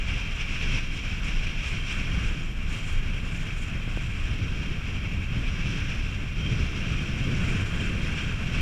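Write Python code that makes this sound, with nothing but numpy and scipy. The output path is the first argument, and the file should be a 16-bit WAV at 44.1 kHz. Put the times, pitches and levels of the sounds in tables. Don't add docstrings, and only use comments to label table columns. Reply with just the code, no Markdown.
import sys
import numpy as np
from scipy import signal
from scipy.fft import rfft, irfft, next_fast_len
from scipy.io import wavfile
from scipy.ndimage import uniform_filter1d

SR = 44100
rng = np.random.default_rng(int(sys.argv[2]) if len(sys.argv) > 2 else 0)


def generate_wav(signal):
    frames = np.transpose(np.atleast_2d(signal))
    scaled = np.clip(frames, -1, 1) * 32767
    pcm = np.round(scaled).astype(np.int16)
    wavfile.write(sys.argv[1], SR, pcm)


N = 379701

# time_s, level_db
AIRSTREAM = [(0, -38), (.12, -35), (.33, -39), (.62, -34.5), (.77, -32), (.88, -41), (.97, -37),
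             (2.15, -37), (2.6, -43), (2.655, -45.5), (2.685, -38.5), (3.15, -41.5), (5.27, -40),
             (5.73, -36), (6.3, -42.5), (6.55, -36.5), (7.15, -38.5), (7.5, -36.5), (8.5, -38), (8.61, -33)]
# time_s, side_share
SIDE_WIND = [(0, 0.1), (1.85, 0.18), (2.3, 0.22), (3.5, 0.35), (4.4, 0.73), (6.3, 0.67), (7.5, 0.76),
             (8.61, .8)]


def airstream_db(base_db, follow, side_db):
    cruise_db = -38
    excess_db = curve(AIRSTREAM, 1) - cruise_db
    return base_db + follow * excess_db + side_db * curve(SIDE_WIND, 1)


# freq_hz, relative_db
BUFFET_SPECTRUM = [(25, -5.5), (60, 0.5), (100, -0.5), (170, -4.5), (235, -11.5), (310, -17), (480, -26),
                   (900, -45.5), (3000, -71)]
# peak_s, length_s, lift_db
THUMPS = [(.15, 0.12, 3.5), (.71, 0.26, 3.5), (1.75, 0.15, 2.5), (2.19, 0.56, 6), (3.09, 0.1, 3),
          (3.99, .3, -0.3), (4.44, 0.19, 2.5), (5.17, 0.12, 3.5), (5.39, 0.12, 4), (5.72, .4, 0.8),
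          (6.56, 0.37, 5), (6.92, 0.16, 4), (7.45, 0.99, 3.5), (7.95, 0.18, 2.5)]
# time_s, buffet_db_per_octave, rush_db_per_octave
WIND_TILT = [(0, -2.9, -1.8), (.75, 1, 0.2), (1.5, -1, -.5), (2.5, -0.8, -0.8), (3.2, -0.4, -2),
             (4.15, -1.8, -1.7), (4.5, -0.8, 1.2), (5.2, -1.7, -3), (5.7, 0.1, 1.1), (6.2, -1.4, -1),
             (6.55, 0.1, 1.2), (7.1, .1, 0), (7.9, 1.2, -1.5), (8.61, 0.4, -0.2)]


def buffet(flutter):
    lumps = sustained(noise(lambda hz: spectrum_db(BUFFET_SPECTRUM, hz)), span_s=0.18)
    level_db = airstream_db(base_db=-35.5, follow=0.31, side_db=7.17) + swells_db(THUMPS)
    tilt = curve(WIND_TILT, 1)
    flow = stirred(lumps, level_db, pivot_hz=124, brighten=0.018, patchy_db=0.94, db_per_octave=tilt)
    return flow * from_db(0.84 * flutter)


# freq_hz, relative_db
RUMBLE_SPECTRUM = [(5, -31), (12, -13.5), (22, 6.5), (31, 5.5), (42, -9.5), (58, -7), (110, -22),
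                   (400, -106)]
# peak_s, length_s, lift_db
EDDIES = [(.25, 0.18, -8), (.75, 0.54, 3), (1.4, .28, 4.8), (2.6, 1.5, 2), (3.03, 0.29, 9), (4.23, 0.22, 5),
          (5.51, 0.18, 9.5), (7.87, 0.25, 1)]


def rumble():
    push = sustained(noise(lambda hz: spectrum_db(RUMBLE_SPECTRUM, hz)), span_s=0.28)
    level_db = airstream_db(base_db=-29.5, follow=0.074, side_db=-4.5) + swells_db(EDDIES)
    return push * from_db(level_db + 0.8 * wander(rate_hz=11))


# freq_hz, relative_db
RUSH_SPECTRUM = [(700, -21.5), (1900, -13.5), (2150, -6), (2350, -1), (2750, -2), (3020, -11),
                 (3400, -12.5), (4300, -22), (5600, -22), (6400, -27), (9000, -51), (14000, -66)]
# centre_hz, width_hz, lift_db
CAVITIES = [(2270, 180, 1.5), (2640, 440, 1), (3190, 380, 4), (5280, 430, 6.5), (5806, 340, 8.5)]
# peak_s, length_s, lift_db
GUSTS = [(.41, 0.089, 3), (1.2, 0.093, -3.5), (1.29, .14, 1), (1.68, .32, 2.5), (1.82, 0.13, -2.8),
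         (1.9, .14, 4), (3.07, 0.089, 1.3), (3.5, 0.095, 2), (2.53, 0.29, -2.8), (5.25, 0.17, -2.5),
         (5.33, 0.12, 0.5), (5.48, .08, 1.5), (7.77, 0.093, 1.2), (8.19, 0.094, 5.5), (8.36, 0.11, -2)]


def rush(flutter):
    def housing_db(hz):
        cavities_db = sum(db * resonance(hz, centre_hz, width_hz) for centre_hz, width_hz, db in CAVITIES)
        return spectrum_db(RUSH_SPECTRUM, hz) + cavities_db
    air = noise(housing_db)
    level_db = airstream_db(base_db=-38, follow=0.87, side_db=-0.9) + swells_db(GUSTS)
    tilt = curve(WIND_TILT, 2)
    flow = stirred(air, level_db, pivot_hz=2520, brighten=0.11, patchy_db=0.36, db_per_octave=tilt)
    return flow * from_db(1.06 * flutter)


# peak_s, length_s, lift_db
WHISTLE_FLARES = [(1.83, .5, 5), (6.45, 0.16, 10), (7.8, 0.29, 7), (8.19, 0.31, 6.5)]


def gap_whistle(flutter):
    tone = noise(lambda hz: 20 * np.log10(resonance(hz, centre_hz=3170, width_hz=80)))
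    level_db = airstream_db(base_db=-50.5, follow=0.82, side_db=-0.3) + swells_db(WHISTLE_FLARES)
    return tone * from_db(level_db + 0.8 * flutter + 0.61 * wander(rate_hz=7))


# freq_hz, relative_db
ROAR_SPECTRUM = [(120, 2.5), (450, -4), (700, -4.5), (790, -9), (920, -9), (1100, -3.5), (1380, -0.5),
                 (1570, 3), (1780, -2.5), (2050, -6), (2800, -16.5), (4500, -21.5), (9000, -54)]
# time_s, lift_db
COARSENESS = [(0, -0.5), (1.5, -.2), (2.2, 2.7), (2.55, 1), (3.4, 0.8), (4.7, .2), (5.15, -2.3), (5.8, 0.2),
              (6.3, -0.8), (7.9, 2.9), (8.61, 1)]


def tyre_roar(flutter):
    tread = noise(lambda hz: spectrum_db(ROAR_SPECTRUM, hz))
    level_db = airstream_db(base_db=-45.5, follow=0.66, side_db=2.5)
    level_db += curve(COARSENESS, 1) + 0.3 * swells_db(GUSTS)
    roar = stirred(tread, level_db, pivot_hz=1300, brighten=0.4, patchy_db=1.02)
    return roar * from_db(0.41 * flutter)


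# freq_hz, relative_db
FIZZ_SPECTRUM = [(2500, -9.5), (5000, -7.5), (6300, -5.5), (6750, 0), (7500, -1), (7950, -7), (8450, -6),
                 (8900, -12), (9600, -10.5), (10500, -17.5), (11400, -23), (13300, -21), (14500, -47)]
# peak_s, length_s, lift_db
GRIT_PATCHES = [(.96, .12, 4.5), (1.27, .12, 5), (1.69, .18, 4.5), (1.94, 0.1, 4.5), (2.3, 0.36, 0),
                (2.74, .2, 6), (2.88, 0.25, 6.5), (3.35, 0.43, 5), (3.62, 0.25, 7), (4.08, 0.56, 3),
                (7.64, 0.87, 2.5)]


def tyre_fizz(flutter):
    hiss = noise(lambda hz: spectrum_db(FIZZ_SPECTRUM, hz))
    level_db = airstream_db(base_db=-58.5, follow=0.72, side_db=-0.3)
    level_db += curve(COARSENESS, 1) + swells_db(GRIT_PATCHES) + 0.5 * swells_db(GUSTS)
    grain_db = 1.6 * wander(rate_hz=300) + 1.12 * flutter
    return stirred(hiss, level_db, pivot_hz=7500, brighten=0.12, patchy_db=1.0) * from_db(grain_db)


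# start_s, level_db, time_constant_s
BUMPS = [(2.172, -24, 0.0029), (3.877, -21, 0.00086), (3.974, -18.5, 0.00047)]


def mount_knocks():
    out, t = np.zeros(N), np.arange(SR // 20) / SR
    for start_s, level_db, time_constant_s in BUMPS:
        age = t / time_constant_s
        pulse = age * np.exp(1 - age) * (1 - age / 6)
        add(out, start_s, from_db(level_db) * pulse)
    return out


# start_s, peak_db
GRIT_FLICKS = [(2.781, -57), (2.925, -45)]


def grit_ticks():
    out, t = np.zeros(N), np.arange(SR // 20) / SR
    band_hz, decay_s = [6000, 13000], 0.002
    treble = signal.butter(2, band_hz, "bandpass", fs=SR, output="sos")
    for start_s, peak_db in GRIT_FLICKS:
        burst = rng.standard_normal(len(t)) * np.exp(-t / decay_s)
        tick = signal.sosfilt(treble, burst)
        add(out, start_s, from_db(peak_db) * tick / np.abs(tick).max())
    return out


# pitch_hz, level_db, waver_hz
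WHINE = [(8781, -79.5, 1), (11705, -82, 16), (14625, -88, 1)]


def electronics():
    tones, hiss_db = np.zeros(N), -68.5
    for pitch_hz, level_db, waver_hz in WHINE:
        hz = pitch_hz + waver_hz * wander(rate_hz=12.2)
        tones += from_db(level_db) * unit_rms(np.sin(2 * np.pi * np.cumsum(hz) / SR))
    return tones + from_db(hiss_db) * rng.standard_normal(N)


def stirred(x, level_db, pivot_hz, brighten, patchy_db, db_per_octave=0):
    framing = dict(fs=SR, nperseg=512, noverlap=384)
    hz, frame_s, bins = signal.stft(x, **framing)
    tilt = db_per_octave + brighten * (level_db - np.mean(level_db))
    frame_tilt = np.interp(frame_s, np.arange(N) / SR, tilt)
    octaves = np.clip(np.log2((hz + 1) / pivot_hz), -1, 2)
    patches = rng.standard_normal((len(frame_s), len(hz)))
    patches = uniform_filter1d(patches, size=12, axis=0)
    patches = unit_rms(uniform_filter1d(patches, size=14, axis=1))
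    gain_db = np.outer(frame_tilt, octaves) + patchy_db * patches
    _, flow = signal.istft(bins * from_db(gain_db).T, **framing)
    return flow[:N] * from_db(level_db)


def sustained(x, span_s):
    power = signal.fftconvolve(x ** 2, signal.windows.hann(int(span_s * SR)), "same")
    return unit_rms(x / np.sqrt(np.abs(power) + 1e-12))


def swells_db(events):
    total_db = np.zeros(N)
    for peak_s, length_s, lift_db in events:
        start_s = max(peak_s - length_s / 2, 0)
        add(total_db, start_s, lift_db * np.hanning(round(length_s * SR)))
    return total_db


def noise(gain_db):
    size = next_fast_len(N)
    hz = np.fft.rfftfreq(size, 1 / SR)
    white = rfft(rng.standard_normal(size))
    return unit_rms(irfft(white * from_db(gain_db(hz)), size)[:N])


def wander(rate_hz):
    return noise(lambda hz: -20 * np.log10(1 + (hz / rate_hz) ** 2))


def resonance(hz, centre_hz, width_hz):
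    return 1 / (1 + (2 * (hz - centre_hz) / width_hz) ** 2)


def spectrum_db(points, hz):
    freq_hz, relative_db = np.transpose(points)
    return np.interp(np.log(hz + 1), np.log(freq_hz + 1), relative_db)


def curve(table, column):
    rows = np.array(table)
    return np.interp(np.arange(N) / SR, rows[:, 0], rows[:, column])


def add(mix, start_s, sound):
    part = mix[round(start_s * SR):][:len(sound)]
    part += sound[:len(part)]


def from_db(db):
    return 10 ** (np.asarray(db) / 20)


def unit_rms(x):
    return x / np.sqrt(np.mean(x ** 2) + 1e-20)


def scene():
    flutter = wander(rate_hz=17)
    wind = rumble() + buffet(flutter) + rush(flutter) + gap_whistle(flutter)
    road = tyre_roar(flutter) + tyre_fizz(flutter) + mount_knocks() + grit_ticks()
    return (wind + road + electronics())[None]


def record(dry):
    cutoff_hz = 14800
    lowpass = signal.firwin(511, cutoff_hz, window=("kaiser", 9), fs=SR)
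    return signal.oaconvolve(dry, lowpass[None], "same")


dry = scene()
out = record(dry)
generate_wav(out)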